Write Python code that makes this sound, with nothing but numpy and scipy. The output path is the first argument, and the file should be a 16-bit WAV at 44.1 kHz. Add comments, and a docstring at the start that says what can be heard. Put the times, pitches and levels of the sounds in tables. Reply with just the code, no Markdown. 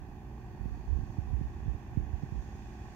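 """Open hillside by a running chairlift. A distant diesel engine is a periodic source: its harmonics
make a steady low hum, and the knocks of its four cylinders a fast, uneven clatter. Friction of the haul
rope on its sheaves gives a slowly growing hiss, a faint singing and one brief scrape. Gusts strike the
microphone, nearly all on its right port; their turbulent pressure is heard as rumble and dull thumps,
with a faint, high rustle."""
import sys
import numpy as np
from scipy.fft import rfft, irfft, next_fast_len
from scipy.io import wavfile
from scipy.ndimage import map_coordinates

SR = 44100
rng = np.random.default_rng(int(sys.argv[2]) if len(sys.argv) > 2 else 0)


def int16_out(signal):
    """Quantize to a 16-bit WAV file."""
    q = np.round(np.clip(np.atleast_2d(signal).T, -1, 1) * 32767)
    wavfile.write(sys.argv[1], SR, q.astype(np.int16))


N = 130095
TIME = np.arange(N) / SR
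FFT_SIZE = next_fast_len(N + 8192)
CYCLE_HZ = 15.17  # engine cycles a second
LEAD_S = 0.000093  # the left port hears the machinery first

# Harmonics of the engine (multiple of the cycle rate, left level [dB], right level [dB])
ENGINE_HARMONICS = [(3, -68, -59), (4, -58, -52), (6, -65, -57), (8, -56, -52), (14, -65, -60),
                    (18, -71, -67), (20, -72, -67), (21, -72, -66), (24, -70, -63), (28, -83, -73),
                    (36, -86, -77), (41, -83, -78), (49, -76, -74), (54, -76, -76), (59, -79, -75),
                    (72, -85, -78), (76, -87, -80), (105, -84, -83), (111, -90, -83), (123, -87, -84),
                    (158, -87, -87), (168, -89, -82), (172, -93, -86), (216, -96, -92)]
# Knocks of the four cylinders (place in the cycle [0-1], relative level [dB])
CYLINDER_KNOCKS = [(.08, -7), (.35, 0), (.555, -3), (.785, 1)]
# Part of the machinery's noise that comes in knocks (frequency [Hz], share of power [0-1])
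KNOCK_SHARE = [(150, 0.14), (400, 0.47), (800, 0.63), (1800, 0.25), (3000, 0.1), (6000, 0.11), (10000, .03)]
# Likeness of that noise at the two ports (frequency [Hz], correlation [0-1])
PORT_CORRELATION = [(60, 0.93), (350, 0.96), (800, 0.76), (1500, 0), (2200, 0), (4200, 0.36), (7000, 0.1),
                    (10000, 0)]
# Its spectrum before the band gains (frequency [Hz], left density [dB/Hz], right density [dB/Hz])
MACHINERY_SPECTRUM = [(19.5, -89, -66), (38, -67, -67), (68.4, -66, -67.5), (122, -72, -68),
                      (224, -76, -75.5), (365, -85, -79.5), (467, -97, -91), (688, -92, -89),
                      (731, -82, -81.5), (910, -88, -86), (1116, -96, -87.5), (1273, -100, -100),
                      (1416, -99, -100), (1510, -91.5, -94), (1763, -100, -90.5), (1760, -92.5, -87),
                      (2193, -105, -102), (2470, -99, -92.5), (2570, -107, -94.5), (3080, -107, -106),
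                      (3670, -111, -102), (3680, -112, -111), (4140, -111, -112), (4230, -111, -106),
                      (5050, -110, -110), (5700, -111, -110), (6700, -110, -108), (6850, -111, -114),
                      (7680, -112, -123), (8170, -121, -122), (9400, -122, -121), (11600, -118, -118),
                      (15500, -119, -119)]
# Gains of its two bands (time [s], clatter gain [dB], hiss gain [dB])
BAND_GAINS = [(0, -5, -2.5), (.45, -3.5, -2), (.62, -2.3, -1.8), (1, -2, 1), (1.35, -1, 0.5),
              (2.05, 0.5, -1.5), (2.4, 0, 3.1), (2.95, 2, 4)]
# Bands in which those gains act (frequency [Hz], weight [0-1])
CLATTER_WEIGHTS = [(300, 0.15), (900, 0.24), (2500, 0.85), (4500, 0)]
HISS_WEIGHTS = [(2500, 0), (4500, 0.83), (8000, 1), (11000, .1)]
# Resonances of the rope's singing and scrape (frequency [Hz], bandwidth [Hz], relative level [dB])
SINGING_MODES = [(5470, 55, -17.5), (6455, 190, -12)]
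SCRAPE_MODES = [(4480, 140, -2), (1920, 510, 0)]
# Envelope of the singing on the right port (time [s], level [dB])
SINGING_ENVELOPE = [(0, -86), (.5, -83), (.7, -79), (1.05, -75), (1.45, -82), (1.9, -76), (2.5, -73),
                    (2.95, -76.5)]
# Spectrum of the wind's rumble (frequency [Hz], relative level [dB])
RUMBLE_SPECTRUM = [(15, -32.5), (35, 5), (62, 11), (100, -5), (200, -19.5), (400, -24), (900, -56),
                   (3000, -100)]
# Envelope of the rumble (time [s], left level [dB], right level [dB])
GUST_ENVELOPE = [(0, -66, -46), (.28, -79, -53), (.57, -60, -52), (.68, -62, -32.5), (.83, -56, -44),
                 (.93, -46, -29), (1.13, -64, -42.5), (1.27, -65, -33), (1.42, -53, -35), (1.48, -38, -42),
                 (1.57, -51, -39.5), (1.67, -49, -34), (1.85, -61, -58.5), (2.0, -61, -26),
                 (2.24, -63, -45), (2.37, -44, -29.5), (2.47, -50, -50), (2.95, -68, -86)]
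# Eddies at the right port (time [s], envelope peak [dB], starting frequency [Hz], rise time [s])
EDDY_IMPACTS = [(0.609, -27, 139, 0.0037), (0.656, -24.5, 256, 0.0029), (0.715, -28, 60, 0.0099),
                (.9, -24.5, 70.4, .006), (0.926, -28, 79.5, 0.0038), (.988, -22.5, 182, 0.0025),
                (1.03, -29, 254, 0.005), (1.099, -27.5, 134, 0.0029), (1.184, -19, 210, 0.0049),
                (1.331, -20.5, 244, 0.014), (1.411, -22.5, 313, 0.0037), (1.66, -26, 228, 0.0033),
                (1.679, -22.5, 220, 0.0037), (1.748, -26.5, 98, 0.0039), (1.972, -16, 291, 0.0061),
                (2.007, -22.5, 180, 0.0081), (2.134, -20, 72, 0.0058), (2.234, -20.5, 235, 0.0021),
                (2.322, -23, 196, 0.0032)]
# Spectrum of the rustle (frequency [Hz], relative level [dB])
RUSTLE_SPECTRUM = [(3000, -30), (8000, -9), (12000, 0), (16000, -7)]
# Swells of the rustle (time [s], level [dB])
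RUSTLE_SWELLS = [(.645, -81), (.99, -87), (1.35, -83), (2.0, -86)]


def amp(db):
    """Amplitude ratio: tenfold for every 20 dB."""
    return 10 ** (np.asarray(db) / 20)


def unit_rms(x):
    """Normalisation to unit mean power."""
    return x / np.sqrt(np.mean(x ** 2) + 1e-20)


def bell(offset, sigma):
    """Gaussian window of height 1."""
    return np.exp(-.5 * (offset / sigma) ** 2)


def at_hz(table, hz, column=1):
    """Interpolation of one column on a logarithmic frequency axis."""
    columns = np.transpose(table)
    return np.interp(np.log(hz + 1), np.log(columns[0] + 1), columns[column])


def envelopes(table):
    """Linear interpolation in time of each column after the first."""
    times, *columns = np.transpose(table)
    return np.array([np.interp(TIME, times, column) for column in columns])


def wobble(rate):
    """Slow random modulation: a spline through `rate` random values a second."""
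    return map_coordinates(rng.standard_normal(512), [TIME * rate], mode="wrap")


def white_noise():
    """Flat-spectrum noise, uncorrelated between the two ports."""
    return rng.standard_normal((2, N))


def filtered(x, response):
    """Linear filtering: the spectrum is multiplied by a frequency response."""
    hz = np.fft.rfftfreq(FFT_SIZE, 1 / SR)
    return irfft(rfft(x, FFT_SIZE) * response(hz), FFT_SIZE)[..., :N]


def engine_cycles(wander=.0016):
    """Phase, in cycles, is the integral of the engine's slightly wandering speed."""
    return np.cumsum(CYCLE_HZ * (1 + wander * wobble(4))) / SR


def engine_hum(cycles, waver_db=3.0):
    """A periodic source radiates harmonics of its cycle rate; each wavers in level."""
    at_ports = cycles + CYCLE_HZ * np.array([[LEAD_S], [0]])
    out = np.zeros((2, N))
    for order, left_db, right_db in ENGINE_HARMONICS:
        phase = order * at_ports + rng.random()
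        rms = amp([[left_db], [right_db]]) * amp(waver_db * wobble(5.19))
        out += rms * np.sqrt(2) * np.sin(2 * np.pi * phase)
    return out


def cylinder_knocks(cycles, width_cycles=.037, bed_db=-3.5, repeating_share=.66):
    """Amplitude modulation: each cylinder gates a burst of noise that partly repeats every cycle."""
    size = int(SR / CYCLE_HZ)
    one_cycle = unit_rms(irfft(np.exp(2j * np.pi * rng.random((2, size // 2 + 1))), size))
    repeating = np.array([map_coordinates(row, [cycles % 1 * size], mode="wrap") for row in one_cycle])
    noise = np.sqrt(repeating_share) * repeating + np.sqrt(1 - repeating_share) * white_noise()
    gate = amp(bed_db)
    for place, db in CYLINDER_KNOCKS:
        offset = (cycles - place + .5) % 1 - .5
        gate += amp(db) * bell(offset, width_cycles)
    return unit_rms(gate * noise)


def machinery_at_ports(pair):
    """Partial coherence: two noises mix into the ports, each port with its own colour and timing."""
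    angle = lambda hz: np.arccos(at_hz(PORT_CORRELATION, hz)) / 2
    mid, side = filtered(pair, lambda hz: np.array([np.cos(angle(hz)), np.sin(angle(hz))]))
    colour = lambda hz, column: amp(at_hz(MACHINERY_SPECTRUM, hz, column))
    left = filtered(mid + side, lambda hz: colour(hz, 1) * np.exp(2j * np.pi * hz * LEAD_S))
    right = filtered(mid - side, lambda hz: colour(hz, 2))
    return np.sqrt(SR / 2) * np.array([left, right])


def clatter_and_hiss(cycles):
    """Incoherent sources add in power: engine knocks and the smooth rush of rope over sheaves."""
    knocks = filtered(cylinder_knocks(cycles), lambda hz: np.sqrt(at_hz(KNOCK_SHARE, hz)))
    rush = filtered(white_noise(), lambda hz: np.sqrt(1 - at_hz(KNOCK_SHARE, hz)))
    sound = machinery_at_ports(knocks + rush)
    clatter = filtered(sound, lambda hz: at_hz(CLATTER_WEIGHTS, hz))
    hiss = filtered(sound, lambda hz: at_hz(HISS_WEIGHTS, hz))
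    clatter_db, hiss_db = envelopes(BAND_GAINS)
    hiss_db += 0.62 * wobble(10)
    return sound + (amp(clatter_db) - 1) * clatter + (amp(hiss_db) - 1) * hiss


def rope_resonance(modes, left_db=-17):
    """Forced resonance: friction noise drives narrow modes, heard mostly on the right port."""
    def response(hz):
        """Superposition of second-order resonances with steepened skirts."""
        total = 0
        for centre, width, db in modes:
            peak = 1j * hz * width / (centre ** 2 - hz ** 2 + 1j * hz * width)
            skirts = np.sqrt(1 + ((hz - centre) / (2 * width)) ** 2)
            total += amp(db) * peak / np.sqrt(width) / skirts
        return total
    return amp([[left_db], [0]]) * unit_rms(filtered(white_noise(), response))


def rope_singing(waver_db=1.2):
    """Sustained friction keeps two high resonances of the running rope sounding faintly."""
    level_db = envelopes(SINGING_ENVELOPE) + waver_db * wobble(7.9)
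    return amp(level_db) * rope_resonance(SINGING_MODES)


def wind_rumble(flutter_db=5.5):
    """Turbulence makes low-frequency pressure fluctuations, uncorrelated between the ports."""
    noise = filtered(white_noise(), lambda hz: amp(at_hz(RUMBLE_SPECTRUM, hz)))
    flutter = amp(flutter_db * np.tanh([wobble(23), wobble(29.59)]))
    return amp(envelopes(GUST_ENVELOPE)) * unit_rms(noise * flutter)


def rope_scrape(centre_s=.8, sigma_s=.29, level_db=-74.5):
    """Friction excites two lower resonances of the rope in one soft swell."""
    return amp(level_db) * bell(TIME - centre_s, sigma_s) * rope_resonance(SCRAPE_MODES)


def eddy_thumps(final_hz=58.2, slowing_s=.0047, cutoff_hz=515):
    """Each eddy is a damped pressure oscillation on the right port that slows as it dies."""
    out = np.zeros((2, N))
    for onset_s, db, start_hz, rise_s in EDDY_IMPACTS:
        age = np.maximum(TIME - onset_s, 0)
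        phase = final_hz * age + (start_hz - final_hz) * slowing_s * (1 - np.exp(-age / slowing_s))
        # A power below 1 steepens the front and lengthens the tail.
        envelope = (age / rise_s * np.exp(1 - age / rise_s)) ** .65
        out[1] += amp(db) * envelope * np.sin(2 * np.pi * phase)
    return filtered(out, lambda hz: 1 / np.sqrt(1 + (hz / cutoff_hz) ** 4))


def gust_rustle(sigma_s=.04):
    """Amplitude-modulated treble noise: a faint rustle swells briefly near four of the gusts."""
    swells = sum(amp(db) * bell(TIME - centre_s, sigma_s) for centre_s, db in RUSTLE_SWELLS)
    noise = filtered(white_noise(), lambda hz: amp(at_hz(RUSTLE_SPECTRUM, hz)))
    return swells * unit_rms(noise)


def scene():
    """Superposition: the pressures from the lift and the wind add at each port."""
    cycles = engine_cycles()
    lift = engine_hum(cycles) + clatter_and_hiss(cycles) + rope_singing()
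    return lift + wind_rumble() + rope_scrape() + eddy_thumps() + gust_rustle()


def record(dry):
    """Band limiting: the microphone cuts the deepest bass and passes nothing above its upper limit."""
    low_cut_hz, top_hz = 30, 15750
    return filtered(dry, lambda hz: (hz < top_hz) * (1 - np.exp(-(hz / low_cut_hz) ** 6)))


dry = scene()
out = record(dry)
int16_out(out)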